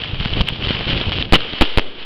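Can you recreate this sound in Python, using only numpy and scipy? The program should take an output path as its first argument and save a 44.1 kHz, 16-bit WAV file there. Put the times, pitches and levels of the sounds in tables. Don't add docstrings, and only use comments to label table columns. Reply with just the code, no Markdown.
import sys
import numpy as np
from scipy import signal
from scipy.fft import rfft, irfft, next_fast_len
from scipy.io import wavfile
from scipy.ndimage import uniform_filter1d

SR = 44100
rng = np.random.default_rng(int(sys.argv[2]) if len(sys.argv) > 2 else 0)


def decibels_to_gain(level_db):
    exponent = np.asarray(level_db, float) / 20
    return 10 ** exponent


def unload_audio(sound):
    columns = np.transpose(np.atleast_2d(sound))
    steps = np.round(np.clip(columns, -1, 1) * 32767)
    wavfile.write(sys.argv[1], SR, steps.astype(np.int16))


N = 90404

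# t/s, push height/full scale, push decay/s, roar level/dB, roar hold/s
BURSTS = [
    (1.3242, 2.9, .012, -8.5, .0195),
    (1.6108, 1.6, .0135, -22, .014),
    (1.7744, 1.05, .018, -33, .010),
]
# f/Hz, level/dB
MIC_COLOUR = [(350, -30.5), (650, -11.5), (2000, -9.5), (2650, -4), (3070, 1.5), (3600, -8), (5200, -20),
              (9000, -57)]
ROAR_WAIT_S = .0155


def colour(x, points):
    size = next_fast_len(N + 8192)
    size += size % 2
    hz, db = np.transpose(points)
    bins_hz = np.arange(size // 2 + 1) * SR / size
    log_gain = np.interp(np.log(bins_hz + 1), np.log(hz), db) * np.log(10) / 20
    cepstrum = irfft(log_gain, size)
    cepstrum[1:size // 2] *= 2
    cepstrum[size // 2 + 1:] = 0
    return irfft(rfft(x, size) * np.exp(rfft(cepstrum)), size)[:N]


def rms_one(x):
    return x / np.sqrt(np.mean(x ** 2) + 1e-20)


def drift(rate_hz):
    settle = 9000
    r = np.exp(-2 * np.pi * rate_hz / SR)
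    smooth = signal.lfilter([1], [1, -2 * r, r * r], rng.standard_normal(N + settle))
    return rms_one(smooth[settle:])


def since(s, longest=.25):
    at = slice(int(s * SR), min(int((s + longest) * SR), N))
    t = np.arange(at.start, at.stop) / SR - s
    return at, np.maximum(t, 0), np.clip(t * SR + 1, 0, 1)


def clicks(per_s, spread_db):
    sizes = decibels_to_gain(spread_db * np.minimum(rng.exponential(1, N), 4)) * rng.choice([-1, 1], N)
    return rms_one(sizes * (rng.random(N) < per_s / SR))


def stars(level_db, grain_db):
    stars_per_s, click_db, echo_db, clump_db = 1500, 2.0, -2.0, 1.5
    sharp = signal.lfilter([1, -0.8], [1], clicks(stars_per_s, spread_db=3.2))
    echoes = decibels_to_gain(echo_db) * rng.standard_normal(N)
    mix = decibels_to_gain(click_db + grain_db) * sharp + echoes
    clumps_db = clump_db * decibels_to_gain(grain_db) * drift(51)
    return decibels_to_gain(level_db + clumps_db) * rms_one(colour(mix, MIC_COLOUR))


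def pops():
    # t/s of the peak, peak level/dB, length/ms
    loud_stars = [(0.0187, -15.0, 0.8), (0.0376, -11.0, 1.6), (0.0458, -14.0, 0.7), (0.0586, -17.5, 1.0),
                  (0.1459, -17.0, 0.8), (0.201, -10.0, 0.9), (0.206, -14.0, 0.6), (0.2093, -15.5, 0.8),
                  (0.2274, -16.5, 1.2), (0.2519, -12.5, 1.2), (0.258, -10.0, 1.1), (0.2751, -17.5, 0.7),
                  (0.2833, -16.0, 0.4), (0.294, -18.0, 0.5), (0.3051, -18.0, 0.7), (0.3318, -15.5, 0.8),
                  (0.336, -8.0, 1.6), (0.3389, -16.5, 0.6), (0.3796, -13.0, 0.6), (0.385, -16.0, 0.7),
                  (0.3884, -14.5, 0.7), (0.3932, -11.5, 0.9), (0.3995, -13.5, 0.7), (0.4043, -15.0, 0.5),
                  (0.4097, -3.0, 0.8), (0.4134, -8.5, 0.6), (0.4203, -17.5, 1.0), (0.4788, -13.5, 0.7),
                  (0.4848, -11.5, 1.3), (0.4875, -3.5, 0.7), (0.4953, -16.0, 1.7), (0.5013, -16.5, 2.1),
                  (0.5045, -18.5, 0.6), (0.5596, -16.5, 0.8), (0.6242, -14.0, 1.0), (0.6269, -15.5, 0.7),
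                  (0.6354, -14.5, 0.8), (0.64, -15.5, 0.6), (0.6512, -15.0, 1.0), (0.6644, -16.0, 1.3),
                  (0.6723, -9.5, 0.9), (0.6858, -10.0, 1.1), (0.6905, -13.0, 0.5), (0.6983, -14.0, 0.6),
                  (0.7077, -11.0, 1.4), (0.729, -15.0, 1.1), (0.7341, -13.5, 0.9), (0.7485, -16.0, 0.7),
                  (0.7524, -13.5, 2.1), (0.7591, -15.5, 1.2), (0.7694, -14.0, 0.6), (0.791, -16.0, 0.7),
                  (0.809, -11.5, 1.2), (0.8127, -14.0, 0.7), (0.8459, -16.5, 0.6), (0.8568, -16.0, 0.6),
                  (0.8741, -13.5, 1.0), (0.8801, -13.5, 0.7),
                  (0.8838, -12.0, 1.0), (0.8914, -10.5, 0.7), (0.898, -14.0, 0.5), (0.9026, -13.0, 2.5),
                  (0.9108, -13.5, 1.2), (0.9145, -14.5, 0.6), (0.9179, -13.5, 0.7), (0.921, -13.0, 1.2),
                  (0.9248, -14.5, 1.5), (0.9329, -5.0, 0.7), (0.941, -15.0, 0.8), (0.9481, -14.5, 2.1),
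                  (0.9706, -15.0, 0.8), (0.9776, -10.0, 1.5), (0.9839, -15.5, 0.7), (1.0023, -15.5, 1.3),
                  (1.0131, -8.0, 1.6), (1.0174, -14.5, 0.5), (1.039, -16.5, 0.9), (1.0788, -16.5, 0.5),
                  (1.0952, -14.5, 1.5), (1.1117, -14.5, 0.8), (1.1205, -4.5, 0.7), (1.1261, -8.0, 0.5),
                  (1.1301, -9.0, 0.9), (1.1557, -16.0, 1.1), (1.1713, -16.0, 0.5), (1.1743, -15.5, 0.8),
                  (1.1788, -12.5, 1.1), (1.1859, -6.0, 0.5), (1.1979, -17.5, 1.6), (1.2153, -12.5, 1.3),
                  (1.2255, -4.0, 1.2), (1.2543, -15.0, 0.9), (1.37, -13.0, 0.9), (1.3884, -16.0, 0.6),
                  (1.4059, -13.5, 1.5), (1.4186, -17.0, 1.4), (1.5342, -11.0, 0.7), (1.5549, -17.0, 0.9),
                  (1.5826, -17.0, 0.6), (1.5861, -16.5, 0.9), (1.6322, -10.0, 1.5), (1.6465, -14.0, 2.0),
                  (1.6529, -12.5, 1.7), (1.6587, -15.0, 1.1), (1.6727, -14.0, 0.8)]
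    puff_spread, click_db, loudest_db = 0.74, 12.0, -4.0
    rows = loud_stars
    out = np.zeros(N + 600)
    capsule = colour(np.arange(N) == 0, MIC_COLOUR)[:300]
    t_ms = np.arange(-150, 150) * 1000 / SR
    for (s, db, ms), noise in zip(rows, rng.standard_normal((len(rows), 300))):
        ms = max(ms, .2)
        puff = noise * np.exp(-(t_ms / (puff_spread * ms)) ** 2)
        click = decibels_to_gain(click_db) / ms * (t_ms == 0)
        rung = np.convolve(puff - click, capsule)
        start = int(s * SR) - np.argmax(uniform_filter1d(rung ** 2, size=15))
        out[start:start + len(rung)] += decibels_to_gain(min(db, loudest_db)) * rung / np.max(np.abs(rung))
    return out[:N]


def blasts():
    # t/s, dip level/dB, dip length/ms, lasting step/full scale
    shock_fronts = [(.4093, -12, .17, 0), (.4873, -6, .17, 0), (1.3225, -40, .3, -.08), (1.3329, 8, .35, 0),
                    (1.3353, 7, 1.0, 0), (1.3369, 4, .3, 0), (1.3393, 0, .25, 0), (1.3410, 3, .2, 0),
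                    (1.3420, 3, .2, 0), (1.3430, 2, .2, 0), (1.3455, 1, .2, -.15), (1.6143, 5, .25, 0),
                    (1.6195, 4, .5, 0), (1.6219, -2, 1.1, 0), (1.6232, 2, .5, .3), (1.6256, -5, 1.4, -.15),
                    (1.7785, -17, .3, 0), (1.7809, -30, .3, -.3), (1.7835, 1, .5, .35),
                    (1.7857, -1.5, .3, -.17), (1.7899, -30, .3, -.08), (1.7946, -5, .25, .17),
                    (1.7969, -15, 1.3, -.03), (1.803, -40, .3, .05)]
    front_db, front_ms = 11, 0.31
    push_rise_s, step_decay_s = 0.001, 0.026
    ring_hz, ring_t60_s, ring_db = 3075, 0.0016, 8
    push, dips = np.zeros((2, N))
    for s, height, decay_s, _, _ in BURSTS:
        at, t, _ = since(s + front_ms / 1000)
        push[at] += height * np.minimum(t / push_rise_s, 1) * np.exp(-(t / decay_s) ** 1.5)
    burst_fronts = [(row[0], front_db, front_ms, 0) for row in BURSTS]
    for s, db, ms, step in shock_fronts + burst_fronts:
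        at, t, gate = since(s)
        dips[at] -= decibels_to_gain(db) * gate * np.clip((ms / 1000 - t) * SR, 0, 1)
        push[at] += step * gate * np.exp(-t / step_decay_s)
    r, w = decibels_to_gain(-60 / (ring_t60_s * SR)), 2 * np.pi * ring_hz / SR
    poles = [1, -2 * r * np.cos(w), r * r]
    ring = signal.lfilter([np.sin(w) / 2, -np.sin(w) / 2], poles, dips + 1e-18)
    return push + dips + decibels_to_gain(ring_db) * ring


def roars():
    rise_s, t60_s, low_db = .001, .03, -5
    shape = np.zeros(N)
    for s, _, _, db, hold_s in BURSTS:
        at, t, _ = since(s + ROAR_WAIT_S)
        fall_db = 60 * np.maximum(t - hold_s, 0) / t60_s
        shape[at] += np.clip(t / rise_s, 0, 1) * decibels_to_gain(db - fall_db)
    band = signal.butter(2, [60, 450], "band", fs=SR, output="sos")
    low = signal.sosfilt(band, rng.standard_normal(N))
    high = colour(rng.standard_normal(N), MIC_COLOUR)
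    return shape * decibels_to_gain(0.85 * drift(220)) * (rms_one(high) + decibels_to_gain(low_db) * rms_one(low))


def far_shells(level_db):
    # t/s, signed height/full scale, width/ms
    thuds = [(0.1344, 0.21, 6.2), (0.1383, -0.22, 3.5), (0.166, 0.082, 14), (0.1889, -0.08, 16),
             (0.2038, 0.21, 6), (0.2071, -0.21, 3.4), (0.2126, -0.17, 2.6), (0.22, 0.13, 13),
             (0.252, -0.09, 11), (0.259, 0.22, 1.7), (0.2617, -0.23, 2.2), (0.3009, -0.047, 7.1),
             (0.321, 0.21, 5.9), (0.329, -0.18, 0.86), (0.3332, 0.22, 4.4), (0.348, -0.066, 15),
             (0.3545, 0.24, 3.3), (0.3716, 0.22, 1.9), (0.3765, -0.14, 14), (0.389, -0.15, 3),
             (0.4, -0.2, 4.3), (0.4062, -0.37, 0.77), (0.4076, -0.53, 2.25), (0.4108, 0.18, 0.94),
             (0.4157, 0.65, 3), (0.525, 0.16, 2.7), (0.628, -0.11, 3.1), (0.646, 0.065, 5.8),
             (0.673, -0.28, 2.5), (0.6886, -0.14, 4.4), (0.7073, 0.52, 1), (0.71, -0.29, 2.5),
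             (0.75, 0.12, 1.8), (0.8695, 0.24, 3), (0.878, 0.13, 0.94), (0.9033, 0.22, 1.9),
             (0.9152, 0.094, 5.5), (0.9221, 0.04, 3), (0.932, -0.34, 3), (0.9386, -0.16, 3),
             (0.9526, 0.19, 1.5), (0.9674, -0.23, 1.24), (0.9717, 0.19, 2.9), (0.9776, -0.0091, 2),
             (0.9825, 0.15, 1.06), (1.0139, 0.33, 1), (1.0169, 0.18, 0.82), (1.04, -0.042, 3),
             (1.075, -0.2, 6.2), (1.0787, 0.14, 4.3), (1.0844, -0.34, 2.4), (1.0914, 0.16, 3.6),
             (1.1158, -0.14, 2.6), (1.167, -0.17, 1.8), (1.197, 0.061, 6.1), (1.2027, -0.23, 4.3),
             (1.212, -0.24, 1.3), (1.2259, 0.085, 0.52), (1.526, -0.062, 2.3), (1.5375, 0.21, 1.1)]
    # f/Hz, density/(dB per Hz)
    rumble_colour = [(12, -31.5), (22, -5), (113, -0.5), (228, -9), (480, -12), (800, -21), (1300, -28.5),
                     (2600, -73)]
    rumble_db, lump_db, knocks_per_s, knock_db = -2.5, 2.0, 140, -4
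    thud_gain, thud_point = 1.2, 1.48
    mix = rng.standard_normal(N) + decibels_to_gain(knock_db) * clicks(knocks_per_s, spread_db=2.0)
    out = decibels_to_gain(level_db + rumble_db + lump_db * drift(24.0)) * rms_one(colour(mix, rumble_colour))
    for s, height, ms in thuds:
        at, t, _ = since(s - .02, .04)
        widths = np.abs(t - .02) * 1000 / np.clip(ms, .7, 13)
        out[at] += thud_gain * height * np.exp(-(2.1 * widths) ** thud_point)
    return out


def debris():
    knock_s, knock_hz, peak_db, decay_s = .2568, 1480, -15, 0.0022
    out = np.zeros(N)
    at, t, _ = since(knock_s, .05)
    out[at] = decibels_to_gain(peak_db) * np.sin(2 * np.pi * knock_hz * t) * np.exp(-t / decay_s)
    return out


def wash():
    wash_db, t60_s = -44, 1.53
    shape = np.zeros(N)
    for s, height, *_ in BURSTS:
        at, t, _ = since(s + ROAR_WAIT_S, 1)
        shape[at] += height ** 1.48 * decibels_to_gain(wash_db - 60 * t / t60_s)
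    band = signal.butter(2, [241, 533], "band", fs=SR, output="sos")
    echo = rms_one(signal.sosfilt(band, rng.standard_normal(N)))
    return shape * decibels_to_gain(1.5 * drift(33)) * echo


def scene():
    # t/s, crackle level/dB, rumble level/dB, clicks over their echoes/dB
    display = [(0.0, -28.5, -30.5, 0.5), (0.189, -32, -29, -4), (0.211, -27.5, -25.5, -2),
               (.34, -29, -31, 3.5), (.37, -21.5, -16, -10.5), (0.419, -31.5, -29.5, 16),
               (0.431, -33.5, -30.5, 3), (.58, -31, -30, 2), (.66, -25.5, -25, 5.5), (.8, -26, -27, -4.5),
               (0.902, -25.5, -19.5, 5.5), (1.048, -25.5, -25, -1), (1.199, -31, -23, 8),
               (1.279, -36.5, -27, 0.5), (1.398, -27, -33.5, -9.5), (1.7, -26.5, -46, -0.5),
               (1.938, -36.5, -45, -9.5), (2.05, -31.5, -46, -2)]
    s, *columns = np.transpose(display)
    crackle_db, rumble_db, grain_db = [np.interp(np.arange(N) / SR, s, c) for c in columns]
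    near = stars(crackle_db, grain_db) + pops() + blasts() + roars()
    background = far_shells(rumble_db) + debris() + wash()
    return (near + background)[None]


def band_limit(x):
    return signal.sosfilt(signal.butter(12, 16500, fs=SR, output="sos"), x)


def record(dry):
    swing_hz, swing_q, swing_top = 2.1, 1.1, .8
    clip_top, knee, cut_hz, ceiling = 0.69, 4.9, 5776, 0.69
    w = 2 * np.pi * swing_hz
    charge = np.clip(dry, -swing_top, swing_top)
    b, a = signal.bilinear([w / swing_q, w * w], [1, w / swing_q, w * w], SR)
    x = dry - signal.lfilter(b, a, charge)
    x = x / (1 + np.abs(x / clip_top) ** knee) ** (1 / knee)
    top_cut = signal.firwin(41, cut_hz, window=("kaiser", 6.0), fs=SR)
    x = signal.filtfilt(top_cut, 1, x)
    mix = np.clip(x, -ceiling, ceiling)
    return band_limit(mix)


dry = scene()
out = record(dry)
unload_audio(out)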